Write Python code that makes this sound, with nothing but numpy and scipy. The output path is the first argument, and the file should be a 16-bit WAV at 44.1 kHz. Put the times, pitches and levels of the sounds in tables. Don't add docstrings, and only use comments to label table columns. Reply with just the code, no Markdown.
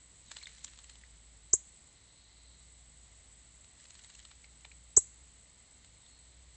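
import sys
import numpy as np
from scipy import signal
from scipy.fft import rfft, irfft
from scipy.io import wavfile

SR = 44100
rng = np.random.default_rng(int(sys.argv[2]) if len(sys.argv) > 2 else 0)


def amplitude_ratio(level_db):
    exponent = np.asarray(level_db, float) / 20
    return 10 ** exponent


def unload_wav(signal):
    wavfile.write(
        sys.argv[1],
        SR,
        np.round(np.clip(np.atleast_2d(signal).T, -1, 1) * 32767).astype(np.int16),
    )


N = 289296
TIME = np.arange(N) / SR


def shaped(white, points):
    hz, level_db = np.transpose(points)
    bins_hz = np.arange(N // 2 + 1) * SR / N
    gain = amplitude_ratio(np.interp(np.log(bins_hz + 1), np.log(hz), level_db))
    x = irfft(rfft(white) * gain, N)
    return x / np.std(x)


def resonance(x, hz, width):
    r = np.exp(-np.pi * width / SR)
    poles = [1, -2 * r * np.cos(2 * np.pi * hz / SR), r * r]
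    return signal.lfilter([(1 - r * r) / 2, 0, (r * r - 1) / 2], poles, x)


def band(x, low_hz, high_hz):
    return signal.sosfilt(signal.butter(2, [low_hz, high_hz], "band", fs=SR, output="sos"), x)


def drift(rate):
    knots = rng.standard_normal(2000)
    return np.interp(TIME * rate, np.arange(2000), knots)


def whistle(rows):
    s, hz, level_db = np.transpose(rows)[:3]
    phase = 2 * np.pi * np.cumsum(np.interp(TIME, s, hz)) / SR
    return amplitude_ratio(np.interp(TIME, s, level_db + 3, left=-200, right=-200)) * np.sin(phase)


def high_insects():
    # (time [s], level [dB])
    vigour = [(0.0, -61), (0.86, -63), (1.3, -63.5), (1.72, -60), (1.9, -63), (2.32, -64.5), (2.72, -61),
              (6.56, -62.5)]
    # (frequency [Hz], density [dB per Hz])
    spectrum = [(5000, -34), (6400, -20), (6830, -9), (7000, -11), (7200, -7), (7600, -4), (8000, -2),
                (8400, -11), (8800, -18), (9200, -60)]
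    pulses_per_s, trains_per_s = 250, 62
    chorus = shaped(rng.standard_normal(N), spectrum) * amplitude_ratio(1.8 * drift(70))

    pulse_count = np.floor(np.cumsum(pulses_per_s * amplitude_ratio(2.5 * drift(60))) / SR)
    pulses = np.diff(pulse_count, prepend=0) * rng.choice([-1, 1], N)
    train_turns = np.cumsum(trains_per_s * amplitude_ratio(2.5 * drift(30))) / SR
    trains = np.sin(2 * np.pi * train_turns) + .5 * drift(45)
    train_db = 8 * np.tanh(2.5 * trains) + 1.5 * drift(25)
    callers = resonance(pulses * amplitude_ratio(train_db) + 1e-18, 7990, 250)
    callers = resonance(callers, 7990, 600)

    level_db = np.interp(TIME, *np.transpose(vigour))
    return amplitude_ratio(level_db - 3) * (chorus + callers / np.std(callers))


def low_insects():
    # (centre [s], half length [s], level [dB])
    calls = [(0.493, 0.16, -62.5), (2.372, 0.37, -61), (4.12, 0.15, -67), (6.1, 0.29, -70)]
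    rest_db = -73.5
    swell = amplitude_ratio(rest_db) + sum(amplitude_ratio(db) * np.exp(-((TIME - s) / half) ** 2) for s, half, db in calls)
    tone = resonance(resonance(rng.standard_normal(N), 4050, 610), 4050, 610)
    return tone / np.std(tone) * swell * amplitude_ratio(-9 + drift(23))


def motor_hum():
    # (frequency [Hz], width of wander [Hz], level [dB])
    tones = [(58.5, 5, 2.5), (112.5, 29, -21), (160, 3.6, -18)]
    level_db, beat_s, null_s, beat_depth = -65, 1.88, 1.92, .58
    beat = np.abs(1 - beat_depth * np.exp(2j * np.pi * (TIME - null_s) / beat_s))
    wobble = np.cumsum(drift(7.0)) / SR
    hum = 0
    for hz, width, tone_db in tones:
        hum = hum + amplitude_ratio(tone_db) * np.sin(2 * np.pi * (hz * TIME + .4 * width * wobble))
    return hum * beat * amplitude_ratio(level_db + drift(2.8))


def hush():
    # (frequency [Hz], density [dB per Hz])
    spectrum = [(15, -30.5), (25, -16), (65, -4), (82, -9), (108, -10.5), (398, -24), (515, -23),
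                (1690, -27.5), (2030, -20.5), (2390, -26), (4180, -22), (5520, -30.5), (6500, -28),
                (8450, -51.5), (14300, -120)]
    return amplitude_ratio(-65 + 0.39 * drift(4.8)) * shaped(rng.standard_normal(N), spectrum)


def far_bird():
    # (start [s], length [s], first pitch [Hz], last pitch [Hz], peak [dB])
    calls = [(.262, .058, 4250, 3350, -65), (.90, .035, 4280, 4180, -64), (6.025, .035, 3800, 3400, -69),
             (6.04, .2, 4350, 4230, -71)]
    peak_share, in_db, out_db = .4, -8, -9
    song = 0
    for s, length, first_hz, last_hz, db in calls:
        peak_hz = first_hz + peak_share * (last_hz - first_hz)
        song = song + whistle([(s, first_hz, db + in_db),
                               (s + peak_share * length, peak_hz, db),
                               (s + length, last_hz, db + out_db)])
    return song * (1 + 2.5 * band(rng.standard_normal(N), 29.4, 300))


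def port(x):
    # (frequency [Hz], width [Hz], lift [dB])
    cavity = [(1950, 350, 7), (3000, 500, 4), (4050, 700, 6), (7600, 1300, 10)]
    return x + sum((amplitude_ratio(level_db) - 1) * resonance(x, hz, width) for hz, width, level_db in cavity)


def wing_contacts():
    # (time [s], peak [dB], brightness [dB], length [s])
    full = [(0.262, -53, 8, .009), (0.316, -31, -1.5, 0.012), (.3684, -30.5, -2, 0.0081),
            (0.428, -41, 0, 0.019), (0.471, -41.5, 0, 0.013), (0.492, -49, -3, 0.014),
            (4.72, -49.5, -4, 0.012), (0.583, -48.5, -1, .013), (0.6456, -30.5, 4.5, .009),
            (0.679, -45, -0.5, 0.017), (0.735, -51, -9, 0.012), (.789, -39.5, -1.5, 0.022),
            (.843, -42.5, 2, .01), (.8966, -41.5, 0.5, 0.017), (0.956, -48, -5, 0.011),
            (3.645, -48, -2, .009), (3.801, -49, -3, 0.0077), (3.855, -47, -2, 0.014),
            (3.906, -41, 4, .011), (3.953, -44.5, 0, 0.017), (3.9927, -44.5, -1, 0.015),
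            (4.046, -42, -2, 0.013), (4.1, -44, 1, 0.017), (4.152, -42.5, 3.5, .012),
            (4.201, -44.5, 0, 0.014), (4.252, -40, 0, .011), (4.314, -46, -4, 0.016),
            (4.4434, -56.5, -11.5, .02), (4.652, -45, -7, 0.0043), (5.846, -46, 1.5, 0.02)]
    # (time [s], peak [dB])
    touches = [(.377, -47), (.417, -52), (.634, -53), (0.689, -52), (.776, -45), (1.014, -47), (3.842, -46),
               (3.944, -51), (4.039, -45), (4.0914, -51), (4.141, -50), (4.1924, -43), (4.228, -50),
               (4.609, -49), (6.0634, -58)]
    middle_db, tip_bright_db, tip_length_s = -4, 2, 0.0054
    tips = [(s, db, tip_bright_db, tip_length_s) for s, db in touches]
    return [(s, db - bright_db, db + middle_db, db + bright_db, length)
            for s, db, bright_db, length in [*full, *tips]]


def slaps():
    bands_hz = [(700, 4400), (2400, 4420), (5600, 7540)]
    out, t = np.zeros(N + SR), np.arange(-.008, .05, 1 / SR)
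    for s, low_db, mid_db, high_db, length in wing_contacts():
        grit_db = 3.5 * np.minimum(rng.exponential(1, len(t)), 3) - 10
        grit = rng.standard_normal(len(t)) * amplitude_ratio(grit_db)
        swell = amplitude_ratio(-3 + 2800 * t)
        decay = amplitude_ratio(-40 * t / length) + 0.057 * amplitude_ratio(-8 * t / length)
        burst = grit * np.where(t < 0, swell, decay)
        burst[np.searchsorted(t, 0)] += 3.0
        i = int((s + t[0]) * SR)
        for (low_hz, high_hz), level_db in zip(bands_hz, (low_db, mid_db, high_db)):
            part = port(band(burst, low_hz, high_hz))
            out[i:i + len(t)] += amplitude_ratio(level_db) * part / np.abs(part).max()
    return out[:N]


def spray():
    # (full at [s], level [dB], fade [dB per s], flurry ends [s])
    flurries = [
        (.32, -63.5, 16, 1.1),
        (3.79, -72.5, -4, 4.2),
    ]
    rise_db_per_s, fall_db_per_s, drops_per_s = 198, 27, 1500
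    level = 0
    for s, db, fade_db, end in flurries:
        rise = rise_db_per_s * np.maximum(s - TIME, 0)
        fade = fade_db * np.maximum(TIME - s, 0)
        fall = fall_db_per_s * np.maximum(TIME - end, 0)
        level = level + amplitude_ratio(db - rise - fade - fall)

    sizes = amplitude_ratio(3.0 * np.minimum(rng.exponential(1, N), 4))
    clicks = (rng.random(N) < drops_per_s / SR) * sizes * rng.choice([-1, 1], N)
    dealt = rng.integers(0, 12, size=N)
    rings = sum(resonance(clicks * (dealt == k) + 1e-18, hz, hz * 0.39)
                for k, hz in enumerate(np.geomspace(1500, 8000, 12)))
    return amplitude_ratio(2.5) * level * rings / np.std(rings)


def drops():
    # (time [s], peak [dB], pitch [Hz], t60 [s])
    plinks = [(0.3847, -51, 4000, 0.021), (0.415, -56, 2220, 0.024), (0.434, -45, 4160, 0.017),
              (0.4567, -44.5, 3580, 0.015), (0.4698, -42.5, 2080, 0.011), (0.669, -50.5, 3280, 0.0085),
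              (1.0365, -51.5, 1940, 0.013), (4.4428, -54.5, 2180, 0.014), (4.6479, -46, 2330, 0.0092),
              (4.7158, -49.5, 2360, 0.0094), (6.0636, -58.5, 3620, 0.014), (4.6495, -50, 3450, 0.011),
              (5.005, -57, 4000, 0.012)]
    out, t = np.zeros(N + SR), TIME[:SR // 16]
    for s, peak_db, hz, t60 in plinks:
        envelope = amplitude_ratio(peak_db + 14 - 60 * t / t60) * np.clip(t / 0.00085, 0, 1)
        i = int(s * SR)
        out[i:i + len(t)] += envelope * np.sin(2 * np.pi * hz * t * (1 + 2.7 * t))
    return out[:N]


def chip_rows(s, peak_db, length, release, deepest):
    depths = (.25, .9, .6)
    start_hz, top_hz, glide_s = 5200, 8300, .0072
    attack_s, sag_db_per_s, release_db, swell_s = .0056, 620, 22, .0055
    t = np.linspace(0, length + release, num=60)
    hz = top_hz - (top_hz - start_hz) * np.exp(-t / glide_s)
    rise_db = 17 * np.log10(np.clip(t / attack_s, .01, 1))
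    sag_db = sag_db_per_s * np.clip(t - attack_s - release / 2, 0, None)
    fall_db = sag_db + release_db * np.clip((t - length) / release, 0, 1) ** 2
    depth = np.interp(t - deepest, [-swell_s, 0, swell_s], depths)
    return np.transpose([s + t, hz, peak_db + rise_db - fall_db, depth])


def chips():
    # (start [s], peak [dB], length [s], release [s], deepest throb after [s])
    calls = [
        (1.5297, -18, .0128, .0014, .006),
        (4.9643, -14.3, .012, .009, .0135),
    ]
    # (rate [Hz], one crest [s])
    throbs = [
        (400, 1.5352),
        (400, 4.9741),
    ]
    out = 0
    for chip, (rate_hz, crest) in zip(calls, throbs):
        rows = chip_rows(*chip)
        second_half = np.interp(TIME, rows[:, 0], rows[:, 3])
        beat = np.abs(1 + second_half * np.exp(2j * np.pi * rate_hz * (TIME - crest)))
        out = out + whistle(rows) * beat
    upper = band(np.abs(out) * rng.standard_normal(N), 8400, 9300)
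    return out * (1 + .2 * band(rng.standard_normal(N), 1000, 2000)) + 1.44 * upper


def garden(x):
    # (level [dB], t60 [s])
    tails = [(-12, 0.06), (-28.5, 0.19), (-42, 0.55)]
    # (delay [s], level [dB])
    echoes = [(.0035, -21), (.0105, -20), (.0128, -17), (.017, -26), (.022, -25)]
    t = TIME[:SR // 2]
    response = np.zeros(len(t))
    for level_db, t60 in tails:
        decay = amplitude_ratio(level_db - 19.5 - 60 * t / t60)
        response += decay * rng.standard_normal(len(t)) * np.clip(t / 0.0057, 0, 1)
    for delay, level_db in echoes:
        response[int(delay * SR)] += amplitude_ratio(level_db)
    return x + signal.fftconvolve(x, response)[:N]


def scene():
    background = high_insects() + low_insects() + motor_hum() + hush()
    far = far_bird()
    water = slaps() + amplitude_ratio(1.5) * port(spray()) + amplitude_ratio(-0.5) * drops()
    in_garden = garden(chips() + far + 0.41 * water)
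    return (in_garden + 0.27 * water + background)[None]


def low_pass(x):
    return signal.sosfilt(signal.butter(12, 9250, fs=SR, output="sos"), x)


def record(dry):
    threshold, softness = .115, .15
    over = np.maximum(-resonance(dry, 7800, 2000) - threshold, 0)
    excess = softness * np.tanh(over / softness)
    crackle = band(excess * rng.standard_normal(N), 500, 4500)
    buzz = 1.56 * band(excess, 70, 1000) + 0.12 * crackle
    top = signal.cheby2(10, 55, 9900, fs=SR, output="sos")
    mix = signal.sosfilt(top, signal.sosfilt(top, dry + buzz))
    return low_pass(mix)


dry = scene()
out = record(dry)
unload_wav(out)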